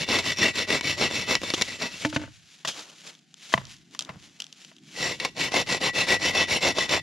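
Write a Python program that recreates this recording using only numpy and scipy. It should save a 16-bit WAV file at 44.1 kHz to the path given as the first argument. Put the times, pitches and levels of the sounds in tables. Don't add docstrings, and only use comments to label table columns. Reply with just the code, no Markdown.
import sys
import numpy as np
from scipy import signal
from scipy.fft import rfft, irfft
from scipy.io import wavfile
from scipy.ndimage import uniform_filter1d

SR = 44100
rng = np.random.default_rng(int(sys.argv[2]) if len(sys.argv) > 2 else 0)


def output_pcm(signal):
    pcm = np.clip(np.atleast_2d(signal).T, -1, 1) * 32767
    wavfile.write(sys.argv[1], SR, np.round(pcm).astype(np.int16))


N = 309582
TIME = np.arange(N) / SR
SWAP_S = 3.0


def from_db(db):
    return np.exp(np.asarray(db) * (np.log(10) / 20))


def rms_one(x):
    return x / np.sqrt(np.mean(x ** 2) + 1e-20)


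def between(start, end):
    return slice(*np.searchsorted(TIME, [start, end]))


def follow(points):
    return np.interp(TIME, *np.transpose(points))


def drift(rate):
    knots = rng.standard_normal(N // 20)
    return np.interp(TIME * rate, np.arange(len(knots)), knots) * np.sqrt(3 / 2)


def coloured(x, points, size=4096):
    hz, db = np.transpose(points)
    grid = np.maximum(np.fft.rfftfreq(size, 1 / SR), 1)
    log_gain = np.log(from_db(np.interp(np.log(grid), np.log(hz), db)))
    cepstrum = irfft(log_gain)
    cepstrum[1:size // 2] *= 2
    cepstrum[size // 2 + 1:] = 0
    return signal.oaconvolve(x, irfft(np.exp(rfft(cepstrum))))[:N]


def resonate(x, modes, wander_db=0):
    out = np.zeros(N)
    for k, (hz, width, db) in enumerate(modes):
        r = np.exp(-np.pi * width / SR)
        level = db + wander_db * drift(16) if wander_db else db
        drive = x * from_db(level) + 1e-18
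        push = np.array([1, 0, -1]) * (1 - r * r) / 2
        ringing = [1, -2 * r * np.cos(2 * np.pi * hz / SR), r * r]
        out += (-1) ** k * signal.lfilter(push, ringing, drive)
    return out


def contacts(rows, crack, extra_db=0):
    out = np.zeros(2 * N)
    t = TIME[:SR // 10]
    for (s, db, length, *_), more in zip(rows, np.zeros(len(rows)) + extra_db):
        force = rng.standard_normal(len(t)) * np.exp(-t / length)
        force[0] += crack
        at = round(s * SR)
        out[at:at + len(t)] += from_db(db + more) * force / np.linalg.norm(force)
    return out[:N]


def taps(rows, extra_db):
    out = np.zeros(N)
    s, db = np.transpose(rows)[:2]
    out[np.round(s * SR).astype(int)] = from_db(db + np.asarray(extra_db))
    return out


def grains(per_s, spread_db):
    sizes = from_db(spread_db * np.minimum(rng.exponential(1, N), 4)) * rng.choice([-1, 1], N)
    return rms_one(sizes * (rng.random(N) < per_s / SR))


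def echoes(x, t60, delay):
    t = TIME[:SR]
    cloud = rng.standard_normal(SR) * from_db(-60 * t / t60) * (1 - np.exp(-t / delay))
    return signal.oaconvolve(x, cloud / np.linalg.norm(cloud))[:N]


# (frequency [Hz], gain [dB])
WOODS_COLOUR = [(18, -47.5), (30, -20), (92, -22), (154, 8.5), (274, -1.5), (567, -20), (754, -9.5),
                (1090, -33), (1410, -13.5), (3680, -16), (7060, -25.5), (10400, -51), (15000, -51.5)]


def woods_air(shared):
    own = rng.standard_normal(N)
    return from_db(-65.5) * rms_one(coloured(shared + .5 * own, WOODS_COLOUR))


# (time [s], level [dB])
MURMUR_SWELL = [(2.4, -81), (2.6, -68.5), (2.88, -73), (2.99, -67), (3.21, -71), (3.46, -69), (3.71, -63.5),
                (4.05, -56.5), (4.47, -68.5), (4.68, -62.5), (4.92, -54.5)]
# (frequency [Hz], gain [dB])
MURMUR_COLOUR = [(80, -28.5), (150, 2.5), (200, -0.5), (300, 0), (400, -12), (560, -42), (2000, -62)]


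def low_murmur(boost_db=0.5):
    murmur = rms_one(coloured(rng.standard_normal(N), MURMUR_COLOUR))
    return from_db(follow(MURMUR_SWELL) + boost_db) * murmur


def tree_echoes(near):
    colour = [(100, -4), (400, -37.5), (2000, -27.0), (6000, -25), (14000, -17.5)]
    return coloured(echoes(near, t60=0.57, delay=0.024), colour)


# (first time [s], last time [s])
HANDLING_S = (1.6, 6.1)
# (loudest time [s], time to fade by 20 dB [s], crackle level [dB], scuff level [dB]), levels relative
BRUSHES = [(1.6, 0.45, -39, -58), (2.02, 0.23, -38, -57), (2.15, 0.03, -35.5, -50),
           (2.235, 0.03, -44.5, -50), (2.35, 0.24, -54.5, -77), (2.54, 0.37, -53.5, -73),
           (2.687, 0.0214, -23.5, -30.5), (2.79, 0.18, -40.5, -47), (2.99, 0.25, -52, -84),
           (3.075, 0.0856, -41.5, -50.5), (3.45, 0.14, -45.5, -68), (3.515, 0.15, -41, -56),
           (3.583, 0.1054, -70, -46.5), (3.715, 0.12, -47.5, -78), (3.94, 0.06, -49.5, -61),
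           (4.019, .06, -47, -53), (4.098, 0.08, -54, -46.5), (4.24, 0.12, -50, -62.5),
           (4.42, 0.18, -52.5, -63), (4.62, 0.17, -48.5, -64), (4.694, -0.05, -44, -71),
           (4.92, -0.37, -45, -64), (4.98, 0.14, -38.5, -55), (5.15, 0.28, -47, -63)]


def brushing(stir_db=-71.5, rise_share=0.77):
    power = np.zeros((2, N))
    power[0, between(*HANDLING_S)] = from_db(stir_db) ** 2
    for s, fade_s, crackle_db, scuff_db in BRUSHES:
        now = between(s - 2 * fade_s, s + 2 * fade_s)
        after, before = TIME[now] - s, s - TIME[now]
        away = np.maximum(after, before / rise_share) / fade_s
        power[:, now] += from_db(np.array([[crackle_db], [scuff_db]]) - 20 * away) ** 2
    return np.sqrt(power)


def ticks(per_s=6.5, middle_db=-23.5, spread_db=7.5, length_s=0.0025):
    first, last = HANDLING_S
    chance = rng.random((int(per_s * (last - first)), 2))
    return [(first + when * (last - first), middle_db + spread_db * (2 * size - 1), length_s)
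            for when, size in chance]


# (time [s], relative level [dB], fade time constant [s])
SNAPS = [(1.543, 10.5, 0.0067), (2.65, 5, 0.011), (2.675, 12, 0.029), (3.342, -8.5, 0.00072),
         (3.528, 5, .009), (3.653, -9.5, 0.0013), (3.669, -13, 0.0025), (3.949, -6.5, 0.0017),
         (3.9916, 11, 0.0012), (3.9965, -1, 0.0023), (4.008, 0.5, .0015), (4.023, -2.5, 0.0021),
         (4.049, -8, .0015), (4.402, 3.5, 0.0028), (4.4205, 1, 0.002), (4.467, -10.5, 0.00054),
         (4.442, -7.5, 0.0013), (4.527, -8, 0.0016), (4.648, -7, 0.0022)]
# (frequency [Hz], gain [dB])
SNAP_COLOUR = [(60, -36.5), (300, -26), (1200, -17.5), (2200, -14.5), (3200, 1.5), (4400, -6), (6000, -5),
               (7300, -10), (8500, -21), (11000, -26), (15000, -42.5)]
LEAVES_COLOUR = [(500, -30.5), (1500, -6), (3100, 1.5), (4500, -1.5), (7000, -4), (8500, -15.5),
                 (10500, -15.5), (15000, -39)]
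SCUFF_COLOUR = [(60, -24.5), (170, 0), (600, 0), (1400, -3), (3000, -10.5), (10000, -50)]


def litter():
    crackle, scuff = brushing()
    clumps = rms_one(from_db(2.1 * drift(70)))
    leaf_cracks = grains(per_s=4000, spread_db=2.8)
    leaves = crackle * rms_one(coloured(leaf_cracks, LEAVES_COLOUR))
    ground_cracks = grains(per_s=3500, spread_db=4.0)
    ground = from_db(1.5) * scuff * rms_one(coloured(ground_cracks, SCUFF_COLOUR))
    snaps = coloured(contacts(SNAPS + ticks(), crack=2.6), SNAP_COLOUR)
    return clumps * (leaves + ground) + snaps


# (time [s], relative level [dB], fade time constant [s], extra thud level [dB])
KNOCKS = [(2.649, 7.5, .0045, -7), (3.524, -2, 0.0084, -16.5), (3.539, 18, 0.00056, -4),
          (3.5402, 16.5, 0.0017, 4.5), (3.577, 5, 0.0033, 8.5), (3.949, -9, 0.0025, -12),
          (4.092, -1, .007, 11.5), (4.159, -27, .015, 33.5), (4.715, -18.5, 0.0035, -15)]
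# (frequency [Hz], gain [dB])
KNOCK_COLOUR = [(30, -43), (150, -11), (450, -3), (700, 1), (1400, 2.5), (2100, -12), (3500, -5.5),
                (5000, -17.5), (8000, -26), (15000, -37.5)]
# (frequency [Hz], width [Hz], level [dB])
LOG_MODES = [(650, 45, 1), (760, 220, 1), (1017, 30, -6), (1230, 180, -1), (1717, 200, -4), (2044, 190, 1),
             (2600, 200, -7), (3160, 220, -6)]
THUD_MODES = [(91, 41, -6), (130, 12, 4), (167, 64, 2), (207, 33, 2.5)]


def branch(bark_db=-33):
    force = from_db(4.0) * contacts(KNOCKS, crack=4.9)
    knock = coloured(force, KNOCK_COLOUR)
    hollow = resonate(force, LOG_MODES)
    thud = resonate(taps(KNOCKS, np.array(KNOCKS)[:, 3]), THUD_MODES)
    bark = coloured(contacts(KNOCKS, crack=1.8, extra_db=bark_db), SNAP_COLOUR)
    return knock + hollow + thud + bark


# (time [s], clack level [dB], ring level [dB]), levels relative
BOUNCES = [(2.049, 17.5, 33), (2.127, 7, 21), (2.162, 19, 29), (2.195, 1, 13), (2.215, 1, 16),
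           (2.236, 0, 18), (2.277, -21, 15)]
# (frequency [Hz], gain [dB])
CLACK_COLOUR = [(40, -20), (150, 1.5), (550, -12.5), (1100, -11.5), (1500, -7), (2800, -8), (4500, -18),
                (7000, -22.5), (10000, -48), (15000, -56)]
# (frequency [Hz], width [Hz], level [dB])
PIECE_MODES = [(119, 9.8, -13), (260, 34.5, -6.5), (304.2, 9, 3), (325, 19, -16), (557, 57, -11.5),
               (662, 26, -11), (892, 22, -11), (1500, 82, -15.5), (1750, 53, -23)]


def cut_piece(contact_s=0.026, shortening=0.68, grip_s=2.25, grip_db_per_s=230):
    hits = [(s, db, contact_s * from_db(-shortening * db)) for s, db, _ in BOUNCES]
    clack = coloured(contacts(hits, crack=1.7), CLACK_COLOUR)
    ring = resonate(taps([(s, ring_db) for s, _, ring_db in BOUNCES], 0), PIECE_MODES)
    damping = from_db(-grip_db_per_s * np.maximum(TIME - grip_s, 0))
    return clack + ring * damping


# (start time [s], length [s], relative level [dB])
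STROKES = [(-0.035, 0.1, -30), (0.052, 0.19, -24.5), (0.212, 0.15, -27), (0.347, 0.19, -24.5),
           (0.52, 0.15, -28.5), (0.661, 0.15, -24.5), (0.801, 0.18, -28.8), (0.956, 0.15, -23.5),
           (1.069, 0.21, -29.5), (1.251, 0.14, -24.5), (1.39, 0.18, -36), (1.53, 0.14, -38),
           (1.632, 0.16, -37.5), (1.777, 0.13, -32.5), (1.866, 0.14, -41.5), (1.989, 0.097, -39.5),
           (4.931, 0.25, -30.0), (5.179, 0.13, -35), (5.345, 0.17, -27.5), (5.501, 0.15, -24.5),
           (5.649, 0.15, -27), (5.792, 0.13, -24.5), (5.922, 0.15, -25), (6.05, 0.14, -23),
           (6.181, 0.16, -25.5), (6.313, 0.16, -23.5), (6.459, 0.15, -25), (6.595, 0.148, -22.5),
           (6.73, 0.16, -27), (6.871, 0.14, -23)]
# (share of the stroke before the blade is fastest, wood resonance [dB], brightness [dB], thump [dB])
PULL = (0.51, -4, 1.95, 2.2)
PUSH = (.483, 1.77, -1.6, .2)


def stroke_motion(bite_power, turn_s=0.0055):
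    speed, power = np.zeros(N), np.zeros(N)
    for k, (start, length, db) in enumerate(STROKES):
        now = between(start, start + length)
        fastest = (PULL, PUSH)[k % 2][0]
        progress = (TIME[now] - start) / length
        swing = np.abs(np.sin(np.interp(progress, [0, fastest, 1], [0, np.pi / 2, np.pi])))
        speed[now] = np.maximum(speed[now], swing)
        power[now] += (from_db(db) * swing ** bite_power) ** 2
    smooth_power = uniform_filter1d(power, int(turn_s * SR))
    return speed, np.sqrt(np.abs(smooth_power))


def stroke_colour(second_pull_db=3, full_effort_db=-26, rocking_share=0.13):
    start, length, db = np.transpose(STROKES)
    pulling = np.arange(len(STROKES)) % 2 == 0
    _, wood, bright, thump = np.where(pulling[:, None], PULL, PUSH).T
    wood = wood + second_pull_db * (pulling & (start > SWAP_S))
    thump = thump + rocking_share * (full_effort_db - db)
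    return [np.interp(TIME, start + length / 2, c) for c in (wood, bright, thump)]


# (time [s], relative level [dB], fade time constant [s], extra wood resonance level [dB])
SNAGS = [(0.088, 12, .011, -1), (0.187, 18, 0.009, -19), (0.703, 16, .0035, -5), (0.81, 9.5, .0015, -3),
         (1.111, 5, .0027, 0.5), (1.353, 21.5, .0011, -40), (1.417, 3.5, 0.00088, -5), (1.433, 9, 0.013, 0),
         (1.478, 0, .0025, -2), (1.503, 11.5, 0.0025, -6.5), (1.538, 15, 0.0035, 1),
         (1.578, 1.5, 0.0072, 2.5), (1.612, 17.5, 0.0071, -7), (1.621, 23.5, .002, -23),
         (1.82, 11.5, .009, -5.5), (5.2, 10, 0.0054, -19), (5.249, 16.5, 0.0068, -2),
         (5.519, 6.5, 0.0046, -6), (5.541, 14.5, .011, 3), (6.784, 14.5, 0.0044, 0.5),
         (6.893, 13, .004, -12)]
# (frequency [Hz], gain [dB])
RASP_COLOUR = [(600, -11), (1100, -8), (1400, -6), (1750, -2.5), (2400, -0.5), (3200, -2), (4300, 1.5),
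               (5200, -3.5), (6900, -9), (8100, -21.5), (10000, -17.5), (11200, -28), (13500, -37.5),
               (15800, -45.5)]
WOOD_COLOUR = [(30, -15), (60, -22), (130, -7.5), (300, 2.5), (550, -1), (800, 0), (1100, -4.5), (1400, -9),
               (2500, -22.5), (8000, -63)]
THUMP_COLOUR = [(20, -41), (50, -11), (100, -2.5), (160, 1), (300, -11), (1500, -57.5)]
# (frequency [Hz], width [Hz], level [dB])
BLADE_MODES = [(1967, 117, 2.5), (2110, 236, 2), (2250, 66, 7.5), (2605, 63, 5), (2732, 73, 6),
               (3030, 33, 5.5), (3529, 65, 6), (4070, 75, -1), (5460, 126, -3), (5585, 153, 1.5),
               (5950, 45, -16.5), (6450, 69, -13.5), (7460, 63, -4), (9400, 96, -14), (11930, 180, -24.5),
               (13600, 260, -32)]
MAIN_TONE = [(1947, 12, 9)]
# (time [s], level [dB])
SINGING = [(0, 0.5), (1.1, 0.5), (1.62, -4.5), (5.55, 2), (6.13, 4), (6.4, 4), (6.7, 1.5), (7.0, 0)]
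# (frequency [Hz], width [Hz], level [dB])
FIRST_BRANCH = [(224, 190, 2.5), (278, 18, -30), (490, 160, -8.5), (671, 73, 0), (947, 37, 0)]
SECOND_BRANCH = [(348, 96, -4.5), (470, 22, -25), (485, 89, 4.5), (760, 110, -10.5), (827, 190, -39),
                 (1070, 65, 0.5)]


def saw(speed, force, teeth_per_s=430, tooth_depth=0.41, judder_db=1.86, saw_db=-0.57):
    wood_db, bright_db, thump_db = stroke_colour()
    tooth = np.cumsum(teeth_per_s * speed * from_db(2.5 * drift(150))) / SR % 1
    lurch = from_db(.6 * drift(90))
    judder = from_db(judder_db * drift(400))
    bite = rms_one(np.exp(-2 * tooth_depth * tooth) * lurch * judder)

    fractures = np.array([grains(per_s=9000, spread_db=0.5), grains(per_s=9000, spread_db=3.0)])
    tearing = force * bite * fractures
    snags = contacts(SNAGS, crack=4.5)
    treble = signal.sosfilt(signal.butter(1, 4000, "high", fs=SR, output="sos"), tearing)
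    fibres, jolts = tearing + (from_db(bright_db) - 1) * treble
    rasp = coloured(from_db(7) * fibres + from_db(-7.5) * snags, RASP_COLOUR)

    pluck = from_db(10.0) * jolts + from_db(-7.5) * snags
    blade = resonate(pluck, BLADE_MODES, wander_db=3)
    tone = from_db(11.5) * resonate(jolts * from_db(follow(SINGING)), MAIN_TONE)

    shake = from_db(6.5 + wood_db) * force * bite * grains(per_s=5400, spread_db=3)
    shake += from_db(-3) * contacts(SNAGS, crack=2.7, extra_db=np.array(SNAGS)[:, 3])
    first = resonate(shake * (TIME < SWAP_S), FIRST_BRANCH, wander_db=2.5)
    second = resonate(shake * (TIME >= SWAP_S), SECOND_BRANCH, wander_db=2.5)
    wood = coloured(shake, WOOD_COLOUR) + from_db(-0.5) * (first + second)

    rocking = from_db(7.5 + thump_db) * force * rng.standard_normal(N)
    thump = coloured(rocking, THUMP_COLOUR)
    return from_db(saw_db) * (rasp + blade + tone + wood + thump)


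# (frequency [Hz], left minus right [dB])
LEAN = [(60, -1), (380, -1.5), (700, -0.7), (1250, 6), (2400, 2), (4400, 0.5), (8000, -0.5), (15000, -3)]
# (frequency [Hz], gain [dB])
SCATTER = [(60, -52), (110, -8.5), (300, -31.5), (800, -10.5), (1300, -7.5), (2400, -20.5), (5000, -14.5),
           (7000, -4.5), (9000, -2.5), (15000, -5)]


def scene():
    speed, force = stroke_motion(bite_power=1.65)
    knocks = cut_piece() + branch()
    near = saw(speed, force) + knocks + litter()
    scattered_knocks = echoes(knocks, t60=0.016, delay=.001)
    side = coloured(saw(speed, force) + litter() + scattered_knocks, SCATTER)
    shared_air, murmur = rng.standard_normal(N), low_murmur()
    out = []
    for sign in (1, -1):
        direct = coloured(near, [(hz, sign * db / 2) for hz, db in LEAN])
        out.append(direct + sign * side + tree_echoes(near) + woods_air(shared_air) + murmur)
    return np.array(out)


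def record(dry, lowest_hz=42, cutoff_hz=15500):
    lean = signal.sosfilt(signal.butter(2, lowest_hz, "high", fs=SR, output="sos"), dry)
    top_cut = signal.ellip(10, .1, 90, cutoff_hz, fs=SR, output="sos")
    return signal.sosfilt(top_cut, np.clip(lean, -1, 1))


dry = scene()
out = record(dry)
output_pcm(out)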